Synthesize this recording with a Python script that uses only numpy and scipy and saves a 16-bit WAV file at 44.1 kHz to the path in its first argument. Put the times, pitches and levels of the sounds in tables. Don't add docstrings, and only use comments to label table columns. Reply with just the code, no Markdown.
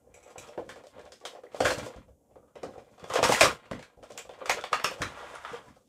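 import sys
import numpy as np
from scipy import signal
from scipy.fft import rfft, irfft, next_fast_len
from scipy.io import wavfile
from scipy.ndimage import uniform_filter1d, map_coordinates

SR = 44100
rng = np.random.default_rng(int(sys.argv[2]) if len(sys.argv) > 2 else 0)


def gain_from_db(level_db):
    decades = np.asarray(level_db, float) / 20
    return 10 ** decades


def wav_record(signal):
    frames = np.transpose(np.atleast_2d(signal))
    bounded = np.clip(frames, -1, 1)
    quanta = np.round(bounded * 32767).astype(np.int16)
    wavfile.write(sys.argv[1], SR, quanta)


N = 259308

# (time [s], crack level [dB], hollow against crack [dB])
PRESSES = [
    (.142, -44, -2.5),
    (.228, -52, -5),
    (.275, -51.5, 6),
    (.303, -49.5, -15),
    (.38, -31, -8),
    (0.474, -48, -9),
    (.488, -70, -9),
]
# (time [s], hollow level [dB], hardness [dB])
TAPS = [(.07, -52, -28), (0.547, -42, -22), (.758, -38, -6.5), (.786, -61, -10), (0.837, -39, -8),
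        (0.942, -47, -25), (.98, -40, -13), (1.073, -43, -10), (1.211, -44.5, -6), (1.237, -38.5, -29),
        (1.35, -33, -12.5), (1.435, -35, -14.5), (1.545, -34.5, -5.5), (1.942, -39, -25),
        (2.081, -46.5, -16), (2.309, -51, -15), (2.331, -65, -4), (2.357, -41.5, -19.5), (2.43, -48, -27),
        (2.478, -55.5, -11), (2.555, -35, -10.5), (2.736, -42.5, -12), (2.78, -42, -6), (2.981, -40, -11)]
# (time [s], hollow level [dB], panel against hollow [dB], crack against hollow [dB])
KNOCKS = [(1.518, -48.5, 4, -20), (1.604, -9, -7, -14), (1.783, -27, -11, -4.5), (1.862, -29, -9, -12),
          (1.966, -41, -4.5, -13), (2.632, -24, -7, -13.5), (2.996, -46, 3.5, -4), (3.041, -33, -7, -8),
          (3.099, -24.5, -11, -7.5), (3.137, -21.5, -4.5, 0), (3.156, -12.5, -1.5, -10.5),
          (3.189, -17.5, -7, -33), (3.228, -12, 0.5, -6), (3.292, -13, -0.5, -24), (3.656, -46, 3, -9),
          (3.712, -30, 4.5, -5.5), (3.973, -46.5, -22, -18), (3.989, -42, -35.5, -34),
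          (4.027, -37, -6, -13), (4.102, -32, -9, -20), (4.25, -38.5, -8, -18), (4.292, -30, -6.5, -18),
          (4.335, -40, -1, -13), (4.389, -55, -6, 2), (4.412, -30, -30, -40), (4.719, -31, -12, -22),
          (4.988, -36.5, -1, -15), (5.536, -44, 4, -5), (5.587, -43, -2, -23), (5.762, -47, -17, -21)]
# (time [s], panel
# level [dB], panel frequency [Hz], crack against panel [dB], hollow against panel [dB])
LID_POPS = [(.356, -50.5, 1090, -24, 10.5), (.576, -36.5, 1000, -32, 16), (.691, -32, 1680, -4, -4.5),
            (1.12, -41, 1450, 3, 0.5), (1.252, -25.5, 1090, -1, -9), (1.648, -19.5, 1510, -1, -12),
            (1.654, -13, 1500, -11.5, 1), (1.704, -17.5, 1610, -9.5, -2), (3.239, -9, 939, -4, -35.5),
            (3.322, -13.5, 2130, -2.5, -6), (3.409, -5.5, 2540, 0.7, -0.5), (3.427, -12.5, 1575, -1, -15),
            (3.456, -14, 1140, -23, -20)]
# (time [s], panel level [dB], panel frequency [Hz], crack against panel [dB], hollow against panel [dB])
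TRAY_SNAPS = [(3.792, -37, 2140, -7, 2), (3.826, -37, 1630, -5.5, -22), (4.176, -30.5, 2830, 4, -7.5),
              (4.458, -23, 1050, -4.5, -5), (4.495, -11, 2200, -2.5, -14), (4.583, -29, 1340, -22, -6.5),
              (4.639, -20.5, 1090, -11, -9), (4.729, -9, 1140, -13, -12.5), (4.797, -23.5, 1410, -14, -10),
              (4.843, -10.5, 1220, -4, -12), (4.911, -28, 2960, -14, -1.5),
              (5.018, -15.5, 1250, -5.5, -12.5), (5.353, -39, 1260, -1, -31),
              (5.449, -27.5, 1300, -37, -16)]
# (time [s], frequency [Hz], peak level
# [dB])
LID_PINGS = [(.15, 2280, -46), (.384, 2400, -47), (.304, 520, -44), (.358, 770, -34.5), (.486, 3260, -49),
             (0.487, 5550, -50), (.49, 2630, -48), (0.579, 1640, -40), (0.711, 1680, -38), (.868, 580, -40),
             (0.997, 1680, -46.5), (1.122, 5180, -43), (1.252, 3230, -30.5), (1.253, 715, -30),
             (1.275, 2940, -41), (1.451, 605, -44.5), (1.467, 1950, -47.5), (1.546, 567, -25),
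             (1.653, 1500, -14), (1.659, 1430, -24.5), (1.667, 1610, -20), (1.617, 470, -21.5),
             (1.627, 596, -23), (1.685, 1670, -23.5), (1.865, 1000, -39), (1.712, 1610, -26),
             (1.717, 610, -19.5), (2.361, 1340, -62), (2.366, 504, -38.5), (2.431, 1224, -65),
             (2.569, 524, -32.5), (2.645, 540, -31), (2.781, 520, -38), (3.042, 1120, -35),
             (3.043, 3370, -43.5), (3.157, 620, -27.5), (3.19, 626, -16.5), (3.194, 950, -24.5),
             (3.202, 576, -21), (3.228, 630, -11), (3.238, 3600, -25), (3.25, 1065, -17.5),
             (3.265, 1290, -22.5), (3.292, 580, -16.5), (3.298, 625, -16), (3.322, 827, -11.5),
             (3.326, 810, -16.5), (3.357, 2670, -25.5), (3.404, 890, -31.5), (3.34, 2015, -25.5),
             (3.348, 1950, -14.5),
             (3.409, 2400, -9), (3.412, 663, -6), (3.431, 634, -10.5), (3.436, 560, -11),
              (3.456, 1160, -15), (3.462, 660, -20.5), (3.444, 1180, -13.5), (3.418, 2400, -17),
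              (3.434, 2724, -22), (3.5, 1450, -32), (3.476, 1080, -21.5), (3.719, 566, -24.5),
              (3.732, 1970, -33)]
# (time [s], frequency [Hz], peak level [dB])
TRAY_PINGS = [(4.04, 614, -35.5), (4.178, 12000, -43), (4.497, 12500, -33), (4.84, 12200, -36),
              (4.91, 12000, -48), (4.51, 2170, -31), (4.855, 2930, -28), (5.008, 1500, -35),
              (5.012, 605, -28), (5.77, 704, -49.5), (4.116, 575, -39), (4.177, 7190, -29.5),
              (4.185, 7700, -37), (4.192, 7700, -35), (4.195, 3320, -42), (4.293, 3490, -47),
              (4.311, 3140, -47), (4.416, 1200, -37), (4.423, 550, -30), (4.457, 1240, -26),
              (4.496, 762, -17), (4.515, 3060, -31), (4.517, 6670, -26), (4.585, 605, -31),
              (4.591, 1390, -26), (4.611, 3470, -38), (4.639, 3560, -31), (4.639, 755, -25),
              (4.731, 1235, -15), (4.733, 800, -35), (4.751, 1110, -32), (4.768, 1224, -34),
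              (4.91, 583, -39), (4.922, 570, -33), (4.743, 764, -20.5), (4.844, 5380, -20),
              (4.847, 2710, -18.5), (4.853, 5370, -32), (4.868, 5540, -36), (5.0185, 1760, -21),
              (5.021, 1070, -39), (5.025, 3920, -25), (5.035, 1850, -26), (5.055, 1300, -29.5),
              (5.217, 1370, -39), (5.268, 880, -48), (5.3, 1100, -39), (5.351, 9400, -45),
              (5.358, 1290, -33), (5.449, 1290, -27.5), (5.449, 3480, -40), (5.456, 3120, -42),
              (5.558, 3230, -40.5), (5.591, 1103, -44)]
# (time [s], peak level [dB])
TICKS = [(0.869, -41), (0.994, -44.5), (1.0125, -47), (1.0535, -39), (1.2024, -47), (4.0344, -42),
         (4.107, -38), (4.1205, -34.5), (4.1274, -52), (4.611, -31), (4.839, -30), (5.5313, -37)]
# (time [s], peak level [dB])
MORE_TICKS = [
    (1.519, -55),
    (1.526, -48),
    (1.535, -50),
    (1.836, -40),
    (1.962, -45),
    (2.716, -56),
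    (2.979, -53),
    (3.155, -22),
    (4.718, -44),
    (5.008, -44),
]
# (start [s], hold [s], hollow level [dB], card against hollow [dB])
STROKES = [(0, 0.19, -59.5, -17), (0.274, 0.053, -52.5, -6), (0.437, 0.093, -50.5, -4.5),
           (0.696, 0.11, -54, -4), (0.972, 0.08, -51.5, -5.5), (1.305, 0.084, -56.5, -8),
           (1.572, 0.14, -41.5, -9.5), (1.789, 0.087, -38.5, -5), (2.21, 0.097, -64.5, -25),
           (2.366, 0.15, -68.5, -19), (2.634, 0.03, -57, 1.5), (2.746, 0.055, -49.5, -9),
           (2.87, 0.087, -55.5, -13.5), (3.026, 0.013, -46, -5), (3.142, 0.03, -49.5, 16.5),
           (3.248, 0.022, -44.5, 14), (3.333, 0.035, -44, 13), (3.418, .04, -42.5, 10.5),
           (3.634, 0.029, -55.5, 0), (3.706, 0.2, -57, -3.5), (3.93, 0.021, -60.5, -8),
           (4.065, 0.1, -55, -4.5), (4.157, 0.019, -50.5, -9), (4.395, 0.037, -52.5, 0),
           (4.548, 0.024, -40, -3.5), (4.984, 0.052, -43, -6.5), (5.146, 0.19, -46, -3),
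           (5.59, 0.086, -53.5, -6.5), (5.742, 0.023, -63.5, -4)]
# (start [s], hold [s], level [dB])
RUSTLES = [(.6, 0.064, -69), (0.874, 0.034, -66), (1.568, .035, -61.5), (1.66, 0.057, -42),
           (1.785, 0.012, -53.5), (1.843, 0.034, -55), (2.704, 0.054, -74), (2.858, 0.11, -75),
           (3.261, .03, -42.5), (3.323, 0.044, -30.5), (3.407, 0.04, -33.5), (4.04, .2, -72),
           (4.93, .07, -67), (5.1, .36, -64), (5.498, 0.086, -60), (5.65, 0.13, -69.5),
           (5.819, 0.067, -71.5)]
# (time [s], level [dB])
SLIDE = [
    (5.06, -45.5),
    (5.16, -50.5),
    (5.23, -48),
    (5.31, -49),
    (5.388, -49),
    (5.458, -52),
    (5.552, -48.5),
    (5.64, -58.5),
    (5.75, -70),
]
# (time [s], frequency [Hz], peak level [dB], length [s])
SLIPS = [
    (5.528, 477, -32.5, 0.03),
    (5.662, 990, -53, 0.043),
    (5.68, 1740, -59, 0.021),
]
# (time [s], level [dB])
CARD_CATCHES = [
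    (2.357, -65),
    (2.428, -71),
    (2.478, -70),
    (2.736, -59),
    (2.979, -57),
    (3.099, -40.5),
    (5.587, -56),
    (5.76, -65.5),
]
# (time [s], level [dB])
WINDOW_DRAGS = [
    (0.141, -60),
    (.229, -61),
    (.381, -59),
    (.42, -63),
]
# (time [s], peak level [dB], frequency [Hz])
THUMPS = [(0.377, -44.5, 108), (0.576, -37.5, 234), (0.679, -43.5, 188), (0.93, -60, 53.8),
          (1.25, -69, 293), (1.605, -23.5, 295), (1.65, -28, 83.4), (1.777, -33.5, 131), (1.96, -38, 56.5),
          (2.358, -57, 84), (2.555, -48, 290), (2.63, -34, 288), (2.776, -48, 105), (3.029, -42, 150),
          (3.109, -40, 102), (3.185, -30, 192), (3.228, -28.5, 125.6), (3.294, -24, 250), (3.41, -32, 300),
          (3.432, -23.5, 78), (3.713, -29, 155), (3.973, -44.5, 56.5), (4.423, -67, 299),
          (4.493, -70.5, 280), (4.724, -41.5, 149), (4.841, -34.5, 206), (5.005, -27, 114),
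          (5.517, -44, 207.3), (5.668, -52.5, 105)]
# (time [s], level [dB])
SHIFTS = [(.14, -61.5), (.72, -77), (1.02, -59.5), (2.08, -56.5), (2.36, -64.5), (2.66, -70), (2.8, -71),
          (3.72, -63.5), (4.3, -61), (4.55, -59), (5.18, -61), (5.4, -61), (5.6, -67)]

# (frequency [Hz], width [Hz], level [dB])
HOLLOW_MODES = [(400.4, 140, -9.5), (514.8, 36, 4), (603, 51.6, -1), (716, 130, -4)]
# (frequency [Hz], width [Hz], level [dB])
FILM_MODES = [(2400, 410, 8), (3940, 350, 3), (6000, 690, 5.5), (6870, 380, 7.5), (7700, 500, 8),
              (9250, 350, 4), (10800, 1600, -1)]
# (frequency [Hz], density [dB per Hz])
CARD_COLOUR = [(410, -38.5), (700, -4.5), (884, -4), (1040, 0), (1300, -4.5), (1570, -8.5), (3450, -17),
               (4500, -24.5), (5850, -56.5), (9900, -120)]
# (frequency [Hz], density [dB per Hz])
PLASTIC_COLOUR = [(1940, -15), (3300, -7), (6430, -6.5), (8000, -7), (10200, -15), (13500, -24),
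                  (15400, -27.5), (16000, -31)]
# (frequency [Hz], density [dB per Hz])
TRAY_COLOUR = [(210, -46), (350, -14.5), (581, -3), (798, 0.5), (1350, -2.5), (1800, -7), (2700, -16.5),
               (3500, -16), (4200, -24.5), (9330, -30.5), (15500, -59)]
# (frequency [Hz], density [dB per Hz])
DULL_COLOUR = [(500, -38), (800, -1), (1200, 3), (1700, -13), (2100, -37), (3400, -28), (4300, -58.5)]
# (frequency [Hz], density [dB per Hz])
RUMBLE_COLOUR = [(12, -49), (20, -16), (46, 0.5), (65, 2), (167, -3), (290, -2), (330, -5.5), (430, -45),
                 (730, -120)]
# (frequency [Hz], density [dB per Hz])
SWAY_COLOUR = [(12, -52.5), (25, -18), (60, -1.5), (120, -11.5), (190, -19), (300, -39), (600, -120)]
# (frequency [Hz], density [dB per Hz])
HISS_COLOUR = [(15, -45), (25, -5.5), (89, -4.5), (295, -8), (536, -3.5), (648, -6.5), (973, -19.5),
               (1350, -33), (4500, -31.5), (6800, -21.5), (9760, -25.5), (15100, -31), (16300, -51)]
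# (frequency [Hz], T60 [s])
ROOM_T60 = [(100, 0.98), (300, 0.41), (800, 0.18), (4000, 0.28), (12000, 0.17)]
# (frequency [Hz], level [dB])
ROOM_COLOUR = [(60, -5.5), (250, 6.5), (550, -7), (1200, 2), (4000, 4), (8000, 1.5), (14000, 6)]
# (delay [s], level [dB])
WALL_ECHOES = [
    (.0035, -24),
    (.0085, -24.5),
    (.012, -20.5),
    (.017, -15.5),
    (.0225, -20),
    (.029, -25.5),
]
# (frequency [Hz], level [dB])
MIC_COLOUR = [(2800, 0), (3500, 0.5), (3900, -2.5), (4300, -2), (5200, 0), (9000, 0), (13000, 0.5)]

WALL_HZ, WINDOW_HZ = 1090, 2210
FILM_UNTIL_S = 0.45
TAIL = SR // 3


def blows():
    rows = [(s, db + hollow, WINDOW_HZ, db - 9, db, -0.5) for s, db, hollow in PRESSES]
    rows += [(s, db, WALL_HZ, db + hard, db + 1.3 * hard - 3, 1) for s, db, hard in TAPS]
    rows += [(s, db, WALL_HZ, db + panel, db + crack, -1) for s, db, panel, crack in KNOCKS]
    for table, room_db in ((LID_POPS, -0.5), (TRAY_SNAPS, -3)):
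        rows += [(s, db + hollow, hz, db, db + crack, room_db) for s, db, hz, crack, hollow in table]
    return np.array(sorted(rows))


def contacts():
    s, hollow_db, panel_hz, panel_db, crack_db, room_db = blows().T[..., None]
    t = np.arange(SR // 25) / SR
    push = np.exp(-((t - 0.001) / 0.00024) ** 2)
    push = push + 0.77 * gain_from_db(-60 * t / 0.0097) * rng.standard_normal((len(s), len(t)))
    hollow = peak1(filtered(push, resonances(HOLLOW_MODES)))
    card, ring = resonances([(1290, 3200, 0)]), resonances([(panel_hz, 220, 5)])
    panel = peak1(filtered(snaps(len(s), t, t60=0.037), lambda f: card(f) ** 3 * (1 + ring(f))))
    film = peak1(filtered(snaps(len(s), t, t60=0.026), film_response))
    crack = np.where(s < FILM_UNTIL_S, film, cracks(len(s), t, t60=0.02))
    blow = gain_from_db(hollow_db - 4) * hollow + gain_from_db(panel_db - 5) * panel + gain_from_db(crack_db - 3) * crack
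    drier_db = 0.012 * (np.maximum(hollow_db, panel_db) + 28.5)
    return add(np.zeros(N), s[:, 0], answer(blow, own_db=3.9, wet_db=room_db + 4.5 - drier_db))


def snaps(count, t, t60):
    fade = gain_from_db(-30 * t / t60) * (1 - np.exp(-t / 0.0003))
    x = rng.standard_normal((count, len(t))) * fade
    for _ in range(2):
        z = rfft(x * fade)
        x = irfft(z / (np.abs(z) + 1e-9), len(t))
    return x * np.sqrt(fade)


def cracks(count, t, t60):
    return peak1(filtered(snaps(count, t, t60), lambda f: colour(PLASTIC_COLOUR)(f) / (1 + (f / 10500) ** 3)))


def pings():
    s, hz, db = np.transpose(LID_PINGS + TRAY_PINGS)[..., None]
    t = np.arange(SR // 25) / SR
    t60 = 0.008 + 9 / hz
    ring = np.sin(2 * np.pi * hz * t) * gain_from_db(-60 * t / t60) * (1 - np.exp(-t / 0.0006))
    return add(np.zeros(N), s[:, 0], answer(gain_from_db(db - 2.5) * peak1(ring), wet_db=-2, size=SR // 5))


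def ticks(table, size=TAIL):
    s, db = np.transpose(table)[..., None]
    rows = gain_from_db(db - 5) * cracks(len(s), np.arange(SR // 100) / SR, t60=0.012)
    return add(np.zeros(N), s[:, 0], answer(rows, wet_db=0, size=size))


def rubbing():
    s, hold, db, card_db = np.transpose(STROKES)[..., None]
    card_stroke = strokes(s, hold, db + card_db)
    rustle = strokes(*np.transpose(RUSTLES)[..., None], sharper=1.9)
    at, hollow_hit, _, panel_hit, crack_hit, _ = blows().T
    shake_t60 = 0.35
    hollow = strokes(s, hold, db) + trail(at, hollow_hit - 17.5, shake_t60)
    card = card_stroke + trail(at, panel_hit - 18.5, shake_t60) + lead(at, panel_hit - 29)
    plastic = gain_from_db(-16.5) * card_stroke + rustle
    plastic = plastic + trail(at, crack_hit - 21, shake_t60) + lead(at, crack_hit - 26.5)
    box = resonances(HOLLOW_MODES)
    hollow_scratch = scratch(lambda f: box(f) * np.minimum(1, (900 / (f + 1)) ** 2), 500, 2.2, 2.85)
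    card_scratch = scratch(colour(CARD_COLOUR), 3500, 4.1, 3.2)
    plastic_scratch = scratch(colour(PLASTIC_COLOUR), 3400, 2.8, 2.1)
    return gain_from_db(-4.5) * hollow * hollow_scratch + gain_from_db(-3.5) * (card * card_scratch + plastic * plastic_scratch)


def scratch(response, per_s, spread_db, lump_db):
    size_db = spread_db * np.minimum(rng.exponential(size=N), 3)
    force = (rng.random(N) < per_s / SR) * rng.standard_normal(N) * gain_from_db(size_db)
    force = force * gain_from_db(lump_db * (0.52 * wobble(10) + 1.35 * wobble(45)))
    return unit(answer(filtered(force, response)[None], wet_db=2)[0, :N])


def slide():
    s, db = np.transpose(SLIDE)
    level_db = np.interp(np.arange(N) / SR, s, db, left=-120, right=-120)
    level = gain_from_db(uniform_filter1d(level_db, size=SR // 25) + 2.5)
    return level * scratch(colour(TRAY_COLOUR), 2200, 2.2, 1.7)


def slips():
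    s, hz, db, length = np.transpose(SLIPS)[..., None]
    t = np.arange(SR // 20) / SR
    rows = gain_from_db(db) * np.sin(2 * np.pi * hz * t) * np.sin(np.pi * np.clip(t / length, 0, 1))
    return add(np.zeros(N), s[:, 0], answer(rows, wet_db=-15))


def catches():
    card = trail(*np.transpose(CARD_CATCHES), 0.34)
    window = trail(*np.transpose(WINDOW_DRAGS), 0.38)
    return card * scratch(colour(DULL_COLOUR), 2500, 2.1, 0.72) + window * scratch(film_response, 3000, 3, 0.8)


def thumps():
    s, db, hz = np.transpose(THUMPS)[..., None]
    t = np.arange(SR // 10) / SR
    swing = np.sin(2 * np.pi * hz * t) * gain_from_db(-18 * t * hz)
    swing = swing + 0.14 * np.sin(2 * np.pi * 125 * t) * gain_from_db(-60 * t / 0.066)
    rows = gain_from_db(db + 1) * peak1(swing * (1 - np.exp(-t / 0.00024)))
    return add(np.zeros(N), s[:, 0], answer(rows, wet_db=-2.5))


def tremble():
    s, hold, db, _ = np.transpose(STROKES)[..., None]
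    thump_s, thump_db, _ = np.transpose(THUMPS)
    level = gain_from_db(-74.5) + gain_from_db(-18) * strokes(s, hold, db) + trail(thump_s, thump_db - 12.5, 0.5)
    return level * scratch(colour(RUMBLE_COLOUR), 400, 1.5, 3)


def shifts():
    t = np.arange(N) / SR
    half_s = 0.093
    level = sum(gain_from_db(db) * np.exp(-((t - s) / half_s) ** 2) for s, db in SHIFTS)
    return level * unit(filtered(rng.standard_normal(N), colour(SWAY_COLOUR)))


def hiss():
    return gain_from_db(-71) * unit(filtered(rng.standard_normal(N), colour(HISS_COLOUR)))


def strokes(s, hold, db, sharper=1):
    t = np.arange(0, N, 32) / SR
    rise_db = 261.5 * np.maximum(s - t, 0)
    fall_db = 194.5 * np.maximum(t - s - hold, 0)
    level_db = db - sharper * (rise_db + fall_db)
    return np.interp(np.arange(N) / SR, t, np.linalg.norm(gain_from_db(level_db), axis=0))


def trail(times, db, t60):
    t = np.arange(0, N, 32) / SR
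    x = np.maximum(t - times[:, None], 0)
    gate_db = 20 * np.minimum(x / 0.19, 3) ** 3
    level = gain_from_db(db[:, None] - 60 * x / t60 - gate_db) * (x > 0)
    return np.interp(np.arange(N) / SR, t, np.linalg.norm(level, axis=0))


def lead(times, db):
    t = np.arange(0, N, 32) / SR
    x = times[:, None] - t
    level = gain_from_db(db[:, None]) * np.exp(-np.abs(x) / 0.0028) * (x > 0)
    return np.interp(np.arange(N) / SR, t, np.linalg.norm(level, axis=0))


def answer(rows, wet_db, own_db=0, size=TAIL):
    hz, t, z = signal.stft(rng.standard_normal((len(rows), size)), SR, nperseg=256)
    fade_db = -60 * t / along(ROOM_T60, hz)[:, None] - 20 * (t / 0.16) ** 3
    own_colour_db = own_db * rng.standard_normal(z.shape[:2] + (1,))
    z = z * gain_from_db(fade_db + along(ROOM_COLOUR, hz)[:, None] + own_colour_db)
    tail = signal.istft(z, SR, nperseg=256)[1][:, :size]
    path = tail * (1 - np.exp(-np.arange(size) / SR / 0.0016))
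    path = path / np.linalg.norm(path, axis=1, keepdims=True)
    for s, db in WALL_ECHOES:
        path[:, round(s * SR)] += gain_from_db(db)
    path = path * gain_from_db(wet_db)
    path[:, 0] = 1
    return signal.fftconvolve(rows, path, axes=1)


def resonances(modes):
    def response(f):
        total = 0
        for k, (centre, width, db) in enumerate(modes):
            damping = 1j * f * width
            total = total + (-1) ** k * gain_from_db(db) * damping / (centre * centre - f * f + damping)
        return total
    return response


def film_response(f):
    return resonances(FILM_MODES)(f) ** 2


def colour(points):
    return lambda f: gain_from_db(along(points, f))


def along(points, hz):
    f, v = np.transpose(points)
    return np.interp(np.log(hz + 1), np.log(f + 1), v)


def filtered(x, response):
    m = next_fast_len(x.shape[-1] + 2048)
    return irfft(rfft(x, m) * response(np.fft.rfftfreq(m, 1 / SR)), m)[..., :x.shape[-1]]


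def wobble(rate):
    knots = rng.standard_normal(int(N * rate / SR) + 4)
    return map_coordinates(knots, [np.arange(N) * rate / SR])


def unit(x):
    return x / np.sqrt(np.mean(x ** 2) + 1e-20)


def peak1(x):
    return x / np.max(np.abs(x), axis=-1, keepdims=True)


def add(track, times, rows):
    for s, x in zip(times, rows):
        part = track[round(s * SR):][:len(x)]
        part += x[:len(part)]
    return track


def duck(x):
    now = np.abs(uniform_filter1d(x ** 2, size=SR // 50)) + 1e-12
    keep = np.exp(-1 / (0.51 * SR))
    recent = signal.lfilter([1 - keep], [1, -keep], now)
    gain = np.sqrt(now / (now + gain_from_db(2 * -33.5) * recent))
    return x * np.maximum(gain, gain_from_db(-7))


def scene():
    box = contacts() + pings() + ticks(TICKS) + ticks(MORE_TICKS, size=SR // 6)
    friction = rubbing() + slide() + slips() + catches()
    background = thumps() + tremble() + shifts() + hiss()
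    return (box + friction + background)[None]


def band_limit(x):
    return signal.sosfilt(signal.butter(12, 16490, fs=SR, output="sos"), x)


def record(dry):
    def microphone(f):
        bass_cut = (1j * f / (36 + 1j * f)) ** 3
        return bass_cut * colour(MIC_COLOUR)(f) / (1 + (f / 15700) ** 130)
    mix = duck(filtered(dry, microphone))
    return band_limit(mix)


dry = scene()
out = record(dry)
wav_record(out)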